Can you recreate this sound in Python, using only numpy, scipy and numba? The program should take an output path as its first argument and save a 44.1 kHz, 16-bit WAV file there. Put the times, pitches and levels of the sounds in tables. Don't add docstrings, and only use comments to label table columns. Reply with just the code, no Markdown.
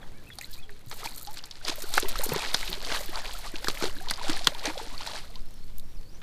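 import sys
import numpy as np
from scipy import signal
from scipy.fft import rfft, irfft
from scipy.io import wavfile
from scipy.ndimage import uniform_filter1d
from numba import njit

SR = 44100
rng = np.random.default_rng(int(sys.argv[2]) if len(sys.argv) > 2 else 0)


def decibels_to_gain(level_db):
    exponent = np.asarray(level_db, float) / 20
    return 10 ** exponent


def to_wav(s):
    ch = np.atleast_2d(s).T
    pcm = np.round(np.clip(ch, -1, 1) * 32767)
    wavfile.write(sys.argv[1], SR, pcm.astype(np.int16))


N = 274302

# (time [s], level [dB])
GUSTS = [(0.0, -42.5), (0.12, -37), (0.4, -48), (0.55, -38), (1.78, -38.5), (2.16, -22.5), (2.29, -33),
         (3.19, -28), (3.34, -31.5), (4.61, -31), (5.02, -36), (5.96, -29), (6.22, -35.5)]
# (frequency [Hz], density [dB per Hz])
WIND_SPECTRUM = [(2, -6), (4, 9.5), (10, 3.5), (17, -12), (26, -11), (45, -22.5), (90, -50), (200, -38.5),
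                 (400, -65.5)]
AIR_SPECTRUM = [(35, -25), (60, -11.5), (98, -13), (427, -26), (540, -28), (698, -33.5), (4420, -47),
                (12100, -49), (14900, -50.5), (16000, -83)]
WATER_SPECTRUM = [(150, -37), (250, 0), (427, 0), (470, -5.5), (619, -0.5), (884, -1.5), (1690, -6.5),
                  (2580, -6), (4260, -1), (5700, -8.5), (12000, -17), (15600, -44.5), (22000, -120)]
AIR_DB = -55
BREEZE_S, BREEZE_DB = 5.78, 2.5

# (time [s], length [s], start [Hz], middle [Hz], level [dB])
CHIPS = [
    (0.012, 0.027, 4150, 3400, -58),
    (.12, 0.078, 2040, 2280, -70),
    (0.307, 0.032, 3620, 3360, -56),
    (.47, 0.065, 1450, 1670, -68),
    (0.574, 0.034, 2150, 2440, -58),
    (0.624, 0.024, 3620, 3370, -57.5),
]
ARCHES = [
    (0.131, 0.093, 1500, 1736, -70),
    (0.262, 0.035, 2260, 2690, -59),
    (0.66, 0.12, 442, 406, -61.5),
]
WARBLE = [(5.41, .09, 5100, 5350, -70), (5.515, .075, 6700, 5400, -65), (5.59, .06, 4250, 4350, -68),
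          (5.56, .08, 5400, 5350, -72), (5.83, .12, 5300, 5550, -71), (5.945, .062, 5850, 4800, -65),
          (6.0, .05, 4700, 4550, -71), (6.05, .055, 4200, 4800, -64), (6.1, .065, 5450, 5700, -65),
          (6.16, .035, 5950, 6600, -70)]

# (time [s], level [dB])
EFFORT = [(0.0, -68), (0.3, -58), (0.85, -60.5), (1.0, -45), (1.25, -57.5), (1.57, -54), (1.75, -49),
          (2.1, -41), (2.45, -37.5), (2.85, -56.5), (3.3, -42.5), (3.6, -46), (4.03, -49), (4.4, -47.5),
          (4.9, -44.5), (5.25, -53.5), (5.45, -59.5), (6.22, -66)]
GURGLE_UNDER_DB, DRAG_UNDER_DB = -5.5, -24
# (time [s], spray [dB], gurgle [dB], 10 dB fall [s])
STROKES = [(.04, -59, -55, 0.14), (.42, -50, -72.5, 0.09), (.53, -59, -74, 0.45), (.72, -60, -62, -0.06),
           (0.927, -37, -47, 0.01), (.98, -58, -58, -0.07), (1.052, -34.5, -42.5, 0.02),
           (1.319, -45, -62, -0.49), (1.381, -39, -71.5, 0.02), (1.49, -55.5, -60, 0.5),
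           (1.687, -31, -42, 0.04), (1.818, -44, -51, 0.06), (1.971, -32.5, -55, 0.06),
           (2.05, -41, -35.5, -0.06), (2.209, -33.5, -27, -0.05), (2.361, -34.5, -35, 0.0641),
           (2.55, -36, -66, 0.17), (2.72, -36, -44.5, 0.11), (2.93, -34.5, -40.5, 0.13),
           (3.17, -38, -38, 0.0847), (3.45, -45, -47, 0.03), (3.69, -41, -46, 0.1),
           (3.838, -33, -35.5, 0.0577), (4.101, -45, -46, 0.06), (4.298, -33.5, -38.5, 0.1242),
           (4.47, -42.5, -41, 0.04), (4.661, -27, -26.5, 0.0263), (4.78, -39, -50, -0.01),
           (5.07, -39.5, -53, 0.1248), (5.149, -35, -43, 0.0364)]
STROKE_RISE = 0.83

# (time [s], peak [dB], pitch [Hz])
GULPS = [(.928, -38, 454), (1.027, -39, 450), (1.06, -43, 326), (2.775, -31.5, 390), (2.919, -31, 308),
         (3.09, -33, 340), (1.693, -25, 314), (1.782, -32, 603), (1.838, -30, 386), (2.029, -23.5, 400),
         (2.195, -20, 542), (2.263, -27, 420), (2.287, -20.5, 223), (2.318, -18, 457), (2.361, -27, 193),
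         (2.361, -20, 377), (2.542, -23.5, 676), (2.857, -42, 286), (2.892, -25, 460), (3.007, -31, 583),
         (3.539, -20.5, 320), (3.643, -38, 339), (3.683, -26, 400), (3.811, -26, 640), (3.824, -22, 320),
         (3.839, -15, 428), (4.242, -33, 590), (4.771, -31, 550), (4.868, -38.5, 290), (5.143, -36, 580)]
BLIPS = [(0.385, -38.5, 787), (.426, -35, 2020), (.548, -48, 960), (.965, -40, 890), (1.0, -39, 720),
         (0.925, -36, 1300), (1.056, -28.5, 890), (1.65, -35, 720), (1.943, -31, 1320),
         (1.9751, -13.5, 523), (1.975, -10, 800), (2.155, -26, 1300), (2.232, -22.5, 857),
         (2.427, -31, 746), (2.62, -36, 1360), (2.943, -29, 923), (3.131, -34, 1120), (3.349, -31, 1360),
         (3.465, -32, 1165), (4.07, -30, 970), (4.107, -54.5, 1170), (4.268, -30, 800), (4.41, -29, 710),
         (4.468, -35, 870), (4.549, -30.5, 937), (4.798, -26, 880), (4.939, -29.5, 1110), (5.006, -36, 924),
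         (5.073, -26.5, 920), (5.359, -42, 1020)]
DROPS = [(1.0315, -34, 1220), (1.072, -26, 2420), (1.6125, -37, 1540), (1.8407, -36, 1520),
         (2.1335, -35, 1400), (2.2238, -31, 1600), (2.32, -31, 2700), (2.405, -27, 2450),
         (2.4463, -31, 1850), (2.9012, -27, 1630), (2.961, -18, 1620), (3.0863, -42, 1790),
         (3.2036, -28, 1820), (3.2794, -39, 1260), (3.445, -36, 1200), (3.5438, -33, 1600),
         (3.672, -23, 1660), (3.8232, -23, 2380), (3.8324, -17, 1470), (3.8965, -41, 1130),
         (3.9654, -36, 1660), (3.9998, -37, 1650), (4.371, -32, 1710), (4.6506, -29, 1850),
         (5.019, -41, 1460), (5.0629, -25, 1460), (5.1547, -32, 1680), (5.3388, -43, 2100)]
CHATTER = [(2.364, -25, 870), (2.389, -28, 850), (2.719, -36, 995), (3.149, -40, 620), (3.192, -38, 677),
           (3.339, -38, 703), (3.39, -39, 910), (4.009, -37, 754), (4.029, -38, 800), (4.144, -51, 670),
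           (4.176, -39, 940), (4.211, -32, 974), (4.359, -33, 790), (4.389, -39, 1000), (4.518, -36, 596),
           (4.697, -30, 920), (4.734, -37, 1020), (4.755, -29, 750), (4.862, -44.5, 880),
           (4.911, -36.5, 1020), (5.109, -36, 939), (5.131, -39, 590), (5.164, -35, 902), (5.251, -55, 577),
           (5.295, -47, 690)]
PLINKS = [(0.158, -52, 3860), (0.2199, -56, 3880), (0.444, -31.5, 4100), (0.5736, -45, 5050),
          (0.7262, -43, 4340), (3.7968, -32, 4250), (3.8434, -30, 4250), (3.8965, -31, 2890),
          (3.913, -29, 4800), (3.9858, -26, 4070), (4.1594, -25, 4940), (4.3497, -27, 4100),
          (4.979, -27, 4500), (5.4046, -45, 5110)]
PLOPS = [(0.866, -36, 121), (1.272, -33, 845), (2.04, -28.5, 394), (2.285, -27, 230), (2.321, -27.5, 154),
         (2.689, -38, 375), (2.691, -40, 184), (4.292, -23.5, 315), (4.645, -35, 477), (4.675, -28.5, 308),
         (4.811, -34, 464), (4.912, -46, 277), (5.305, -54, 478)]
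GULP_T60_S, BLIP_T60_S, PLOP_T60_S = 0.036, 0.038, 0.12
DROP_T60_S, CHATTER_T60_S, PLINK_T60_S = 0.022, 0.041, 0.01
BURST_NEPER_PER_DB = .035
# (time [s], peak [dB], start [Hz], climb [octaves], ring [s])
RISERS = [(3.952, -41, 235, 1, .16), (3.845, -30.5, 330, 0.29, 0.097), (4.787, -36, 660, 2.3, .065),
          (1.283, -49, 900, 1.3, .05), (1.297, -54, 950, 1.1, .05), (3.6, -43, 390, 1.0, .11),
          (5, -37, 800, 1.0, .07), (5.14, -37, 500, 1.4, 0.081), (1.16, -51, 1150, 0.61, 0.073),
          (1.9, -39, 730, 0.46, .12), (0.26, -55, 1150, 1.1, .04), (1.2, -48, 1200, 0.25, .07),
          (0.6, -54.5, 720, .15, 0.16)]

# (time [s], level [dB], 10 dB fall [s])
SLIPS = [(.3, -65, 0.94), (.42, -54, 0.09), (.53, -45, 0.03), (.7, -56, 0), (0.927, -49, 0.1),
         (1.07, -45, 0.14), (1.239, -49.5, .025), (1.33, -47.5, .02), (1.46, -50, -0.14),
         (1.7, -52.5, 0.06), (1.83, -47.5, 0.25), (1.95, -39, 0.04), (2.089, -35.5, 0.01),
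         (2.19, -32.5, -0.02), (2.24, -40.5, 0.08), (2.36, -53.5, -0.04), (2.55, -51.5, 0.6),
         (2.7, -48.5, -0.2), (2.99, -45.5, 0.06), (3.35, -52.5, .15), (3.69, -49, 0.2), (3.81, -57.5, 0.5),
         (3.95, -42.5, -0.03), (4.12, -50.5, -0.01), (4.31, -55.5, 0.03), (4.47, -54, 0.1),
         (4.66, -60.5, 0.86), (5.16, -59.5, 0.25), (5.54, -55, -0.4), (5.797, -45.5, -0.03)]
SLIP_RISE = 0.31
# (centre [Hz], width [Hz], level [dB])
REEL_PARTS = [(12520, 1200, -9.5), (7860, 2800, -8), (4260, 800, -3.5), (10420, 5100, -1),
              (13330, 900, -15)]

# (time [s], peak [dB], body below 2 kHz re peak [dB], brightest
# [Hz])
SLAPS = [(0.386, -25.5, -8, 4520), (0.4115, -30.5, -20, 2240), (0.9133, -27, -1.5, 3980),
         (1.059, -25, -2, 4900), (1.272, -31, -7.5, 4260), (1.3713, -31, -2, 4240),
         (1.4391, -28, -7.5, 4140), (1.6816, -17.5, -4.5, 4200), (1.8223, -27.5, -5, 4700),
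         (1.939, -18.5, -7.5, 4250), (1.9785, -14, 5, 1540), (2.1565, -27, 1.5, 4030),
         (2.1879, -24.5, -5, 4260), (2.2922, -22.5, -4.5, 4500), (2.5446, -8.5, -5, 4110),
         (2.6294, -21.5, -15, 1900), (2.9173, -23.5, 4, 4340), (2.9452, -22.5, -1.5, 3700),
         (3.1567, -22.5, -9, 4070), (3.6441, -21, -2, 4150), (3.6835, -13.5, -1.5, 4150),
         (3.8232, -23, 0.5, 4200), (4.1101, -16, -1.5, 4300), (4.2802, -25, -8, 7100),
         (4.2966, -19, -1.5, 3760), (4.3919, -28, -9, 4040), (4.4712, -3, -4, 3390), (6.217, -39, 1, 3000),
         (4.6553, -15.5, -13, 5540), (5.064, -31.5, 5, 4260)]
# (time [s], peak [dB], brightest
# [Hz])
SPATTERS = [(0.53, -33, 4330), (1.3927, -30.5, 3540), (1.511, -25.5, 4530), (5.782, -36, 10900),
            (1.65, -20, 4600), (.302, -36, 1960), (1.9195, -35, 4250), (1.999, -18.5, 7700),
            (2.0252, -21, 3740), (2.0564, -25, 2420), (2.0838, -25, 4300), (2.2358, -17, 7660),
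            (2.678, -24, 3340), (2.848, -19.5, 4180), (2.9719, -19, 3500), (3.256, -24, 2900),
            (3.3381, -31, 3170), (3.5573, -21.5, 3240), (3.7728, -24.5, 2600), (0.693, -36, 1800),
            (4.0854, -20.5, 4000), (4.099, -15.5, 3970), (4.1368, -21.5, 4590), (4.331, -20, 4300),
            (4.4448, -20, 4700), (4.548, -25.5, 4000), (4.594, -29.5, 4500), (4.778, -23.5, 3720),
            (5.073, -20, 4260), (5.3563, -28.5, 4120)]
SPATTER_BODY_DB, CRACK_S, CRACK_SPREAD = -37, .0025, .1

# (time [s], peak [dB], pitch [Hz])
TICKS = [(0.3861, -28.5, 8900), (0.4112, -26.5, 7630), (0.5163, -33, 13100), (0.8616, -40, 13200),
         (0.904, -41, 13200), (0.9119, -52, 7500), (0.9119, -37, 7830), (0.9414, -28, 12800),
         (1.0591, -29, 7930), (1.2295, -25, 13300), (1.3095, -31, 13200), (1.3814, -32, 8130),
         (1.4567, -31, 7820), (1.6463, -34, 8180), (1.6797, -28, 8350), (1.7411, -40, 8600),
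         (1.757, -27, 12900), (1.8039, -27, 7800), (1.8214, -25, 8090), (1.9172, -41.5, 8500),
         (1.9391, -16.5, 8000), (1.9765, -25, 9320), (1.998, -20, 12900), (2.0848, -18, 13400),
         (2.16, -29, 8920), (2.1831, -29, 13000), (2.195, -27, 9800), (2.2386, -14, 13200),
         (2.2918, -23.5, 7810), (2.3345, -18, 12700), (2.541, -18.5, 9100), (2.7, -24, 13300),
         (2.9488, -28, 13200), (2.9892, -31, 8590), (3.0586, -26, 13100), (3.0955, -33, 11300),
         (3.1229, -36, 13400), (3.1748, -32, 7750), (3.3384, -28, 8100), (3.517, -36, 8180),
         (3.645, -28, 8400), (3.6702, -32, 7500), (3.6854, -17.5, 8340), (3.748, -31, 7990),
         (3.8233, -27, 8160), (4.1082, -17, 9100), (4.2803, -28, 9340), (4.3002, -24, 7700),
         (4.3721, -28, 9220), (4.4449, -34, 10300), (4.4714, -10.5, 8000), (4.638, -31, 8160),
         (4.6554, -28, 8100), (5.066, -27.5, 7900), (5.5075, -42, 7740), (5.7824, -28, 13000)]
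TICK_S, TICK_FOCUS_DB = 0.0019, 0

TOP_HZ = 15300


def level(x, db):
    return x * decibels_to_gain(db) / np.sqrt(np.mean(x ** 2))


def curve(table):
    time_s, db = np.transpose(table)
    return np.interp(np.arange(N) / SR, time_s, db)


def colour(x, spectrum):
    hz = np.maximum(np.fft.rfftfreq(N, 1 / SR), 1)
    point_hz, point_db = np.transpose(spectrum)
    gain = decibels_to_gain(np.interp(np.log(hz), np.log(point_hz), point_db))
    return irfft(rfft(x) * gain, N)


def band(x, lo_hz, hi_hz):
    edges_hz = [lo_hz, min(hi_hz, .45 * SR)]
    return signal.sosfilt(signal.butter(2, edges_hz, "bandpass", fs=SR, output="sos"), x)


def walk(rate_hz):
    hold = int(SR / rate_hz)
    steps = np.repeat(rng.standard_normal(N // hold + 1), hold)
    return 1.7 * uniform_filter1d(steps, hold)[:N]


def swells(s, peak_db, fall_s, rise, steady_db):
    power, t = decibels_to_gain(2 * steady_db), np.arange(N) / SR
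    for at, db, fall in zip(s, peak_db, np.maximum(fall_s, .005)):
        drop_db = 10 * np.maximum((t - at) / fall, (at - t) / (rise * fall))
        power = power + decibels_to_gain(2 * (db - drop_db))
    return np.sqrt(power)


def air():
    wind = level(colour(rng.standard_normal(N), WIND_SPECTRUM), 3.07)
    hiss = level(colour(rng.standard_normal(N), AIR_SPECTRUM), AIR_DB)
    freshening = np.clip((np.arange(N) / SR - BREEZE_S) / .15, 0, 1)
    return decibels_to_gain(curve(GUSTS)) * wind + decibels_to_gain(1.3 * walk(2.9) + BREEZE_DB * freshening) * hiss


def birds(notes, carry, wobble, flicker_db, echo_db, echo_s):
    out, waver = np.zeros(N + SR), np.tile(walk(200), 2)
    for s, length_s, start_hz, middle_hz, db in notes:
        end_hz = middle_hz + carry * (middle_hz - start_hz)
        first = int(s * SR)
        u = np.arange(int(length_s * SR)) / (length_s * SR)
        span = slice(first, first + len(u))
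        hz = start_hz * (1 - u) * (1 - 2 * u) + middle_hz * 4 * u * (1 - u) + end_hz * u * (2 * u - 1)
        hz = hz * (1 + wobble * waver[span])
        tone = np.sin(2 * np.pi * np.cumsum(hz) / SR)
        out[span] += decibels_to_gain(db + 7.5) * np.sqrt(np.sin(np.pi * u)) * tone
    t = np.arange(12000) / SR
    echoes = decibels_to_gain(echo_db) * rng.standard_normal(len(t)) * np.exp(-t / echo_s)
    return out[:N] * decibels_to_gain(flicker_db * walk(90)) + signal.fftconvolve(out, echoes)[:N]


@njit
def ring(start_s, hz, t60_s, rise_oct, size, swell):
    out = np.zeros(N)
    for g in range(len(start_s)):
        first, length = int(start_s[g] * SR), int(t60_s[g] * SR) + 2
        fade = np.exp(-np.log(1000) / length)
        glide = 2 ** (2 * rise_oct[g] / length)
        step, phase, a = 2 * np.pi * hz[g] / SR, 0., size[g]
        for i in range(first, min(first + length, N)):
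            out[i] += a * np.sin(phase) * min((i - first + 1) / (swell * length), 1.)
            phase += step
            step = min(step * glide, 3.)
            a *= fade
    return out


def shower(count, lo_hz, hi_hz, cycles, rise_oct, scatter_db, patchy_db):
    when, pitch, life, luck = rng.random((count, 4)).T
    hz = lo_hz * (hi_hz / lo_hz) ** pitch
    size = hz * decibels_to_gain(-scatter_db * np.log(luck + 4e-3))
    t60_s = cycles * (0.49 + 1.42 * life) / hz
    return decibels_to_gain(patchy_db * walk(45)) * ring(when * N / SR, hz, t60_s, rise_oct * life, size, 0.062)


def churn():
    fizz = shower(count=30000, lo_hz=1280, hi_hz=12900, cycles=7.4, rise_oct=0.16, scatter_db=1.5, patchy_db=2.0)
    patter = shower(count=3000, lo_hz=1500, hi_hz=9000, cycles=5, rise_oct=.1, scatter_db=3.1, patchy_db=2.5)
    gurgle = shower(count=3400, lo_hz=400, hi_hz=2300, cycles=24, rise_oct=.9, scatter_db=1.5, patchy_db=2.5)
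    spray = level(colour(fizz, WATER_SPECTRUM), -4.0) + level(colour(patter, WATER_SPECTRUM), -5)
    gurgle = level(colour(gurgle, WATER_SPECTRUM), -0.26)
    s, spray_db, gurgle_db, fall_s = np.transpose(STROKES)
    effort_db = curve(EFFORT)
    thrown = swells(s, spray_db, fall_s, STROKE_RISE, effort_db)
    trapped = swells(s, gurgle_db, fall_s, STROKE_RISE, effort_db + GURGLE_UNDER_DB)
    return thrown * spray + trapped * gurgle


def gulps():
    groups = [GULPS, BLIPS, DROPS, CHATTER, PLINKS, PLOPS]
    rings_s = [GULP_T60_S, BLIP_T60_S, DROP_T60_S, CHATTER_T60_S, PLINK_T60_S, PLOP_T60_S]
    s, peak_db, hz = np.transpose(sum(groups, []))
    t60_s = np.repeat(rings_s, [len(g) for g in groups])
    t60_s = np.clip(t60_s * np.exp(-BURST_NEPER_PER_DB * (peak_db + 31.5)), .005, .3)
    rows = np.array([s, .94 * hz, t60_s, np.full(len(s), 0.26), decibels_to_gain(peak_db + 1.5)])
    bubbles = ring(*rows[:, :-len(PLOPS)].copy(), 0.097)
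    plops = ring(*rows[:, -len(PLOPS):].copy(), 0.041)
    at_s, db, start_hz, climb_oct, ring_s = np.transpose(RISERS)
    risers = ring(at_s, start_hz, ring_s, climb_oct, decibels_to_gain(db + 10), 0.33)
    return decibels_to_gain(2.25 * walk(260)) * (bubbles + plops + risers)


def reel():
    pull = swells(*np.transpose(SLIPS), SLIP_RISE, curve(EFFORT) + DRAG_UNDER_DB)
    pull_db = 20 * np.log10(pull)
    gap, luck, draw, *mix = rng.random((4000, 3 + len(REEL_PARTS))).T
    at = np.minimum((np.cumsum(.002 + .007 * gap ** 2) * SR).astype(int), N - 1)
    chance = np.clip((pull_db[at] + 75) / 22, .04, 1)
    size = (draw < chance) * decibels_to_gain(-3 * np.log(luck + .03)) / chance ** .3
    rattle, body = rng.standard_normal(N), 0
    for (hz, width_hz, db), share in zip(REEL_PARTS, mix):
        hits = np.zeros(N)
        hits[at] = size * decibels_to_gain(db + 21 * share)
        scrape = rattle * signal.lfilter([1], [1, -np.exp(-1 / (0.0023 * SR))], hits)
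        part = band(scrape, hz - width_hz / 2, hz + width_hz / 2)
        body = body + part * np.sqrt(1000 / width_hz)
    return pull * level(body, 2.2)


def slaps():
    rows = SLAPS + [(s, db, SPATTER_BODY_DB, hz) for s, db, hz in SPATTERS]
    s, peak_db, body_db, bright_hz = np.transpose(rows)[:, :, None]
    decay_s = np.clip(CRACK_S * np.exp(CRACK_SPREAD * rng.standard_normal(s.shape)), .0004, .03)
    t = np.arange(3000) / SR
    swell = (1 - np.exp(-t / (.6 * decay_s))) ** 2
    fall = np.exp(-t / decay_s) + decibels_to_gain(-30.0) * np.exp(-t / (5 * decay_s))
    crack = swell * fall * rng.standard_normal((len(s), len(t)))
    crack[np.arange(len(s)), (.7 * decay_s[:, 0] * SR).astype(int)] -= 2.5
    focus = np.array([band(c, 0.77 * hz, 1.184 * hz) for c, hz in zip(crack, bright_hz[:, 0])])
    parts = [band(crack, 110, 500), band(crack, 800, 2300), band(crack, 2000, 6000),
             band(crack, 6000, 12000), focus]
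    thump, body, middle, top, focus = (p / np.abs(p).max(axis=1, keepdims=True) for p in parts)
    middle_db = -12.5 + .5 * np.clip(body_db + 18, -8, 8)
    bright = decibels_to_gain(-2.5) * focus + decibels_to_gain(middle_db) * middle + decibels_to_gain(-25.5) * top
    burst = decibels_to_gain(peak_db + 1.5) * (decibels_to_gain(body_db) * (body + decibels_to_gain(-16) * thump) + bright)
    out = np.zeros(N + len(t))
    np.add.at(out, ((s - .5 * decay_s) * SR).astype(int) + np.arange(len(t)), burst)
    return out[:N]


def ticks():
    s, peak_db, hz = np.transpose(TICKS)
    t = np.arange(600) / SR
    envelope = np.exp(-t / TICK_S) * (1 - np.exp(-t / 0.0002))
    scrape = rng.standard_normal((len(s), len(t))) * envelope
    focus = np.array([band(c, .88 * f, 1.12 * f) for c, f in zip(scrape, hz)])
    click = band(scrape, 5700, 14300) + decibels_to_gain(TICK_FOCUS_DB) * 2 * focus
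    click = decibels_to_gain(peak_db - 3.0)[:, None] * click / np.abs(click).max(axis=1, keepdims=True)
    out = np.zeros(N + len(t))
    np.add.at(out, (s[:, None] * SR).astype(int) + np.arange(len(t)), click)
    return out[:N]


def scene():
    near = dict(wobble=.012, flicker_db=1.5, echo_db=-38, echo_s=.03)
    bank = birds(CHIPS, carry=.3, **near) + birds(ARCHES, carry=-1, **near)
    far = decibels_to_gain(-5) * birds(WARBLE, carry=.95, wobble=.02, flicker_db=4, echo_db=-31, echo_s=.04)
    return (air() + bank + far + churn() + gulps() + reel() + slaps() + ticks())[None]


def top_cut(x):
    return signal.sosfilt(signal.butter(12, 16370, fs=SR, output="sos"), x)


def record(dry):
    cut = signal.sosfilt(signal.ellip(7, .3, 42, TOP_HZ, fs=SR, output="sos"), dry)
    mix = np.clip(cut, -1, 1)
    return top_cut(mix)


dry = scene()
out = record(dry)
to_wav(out)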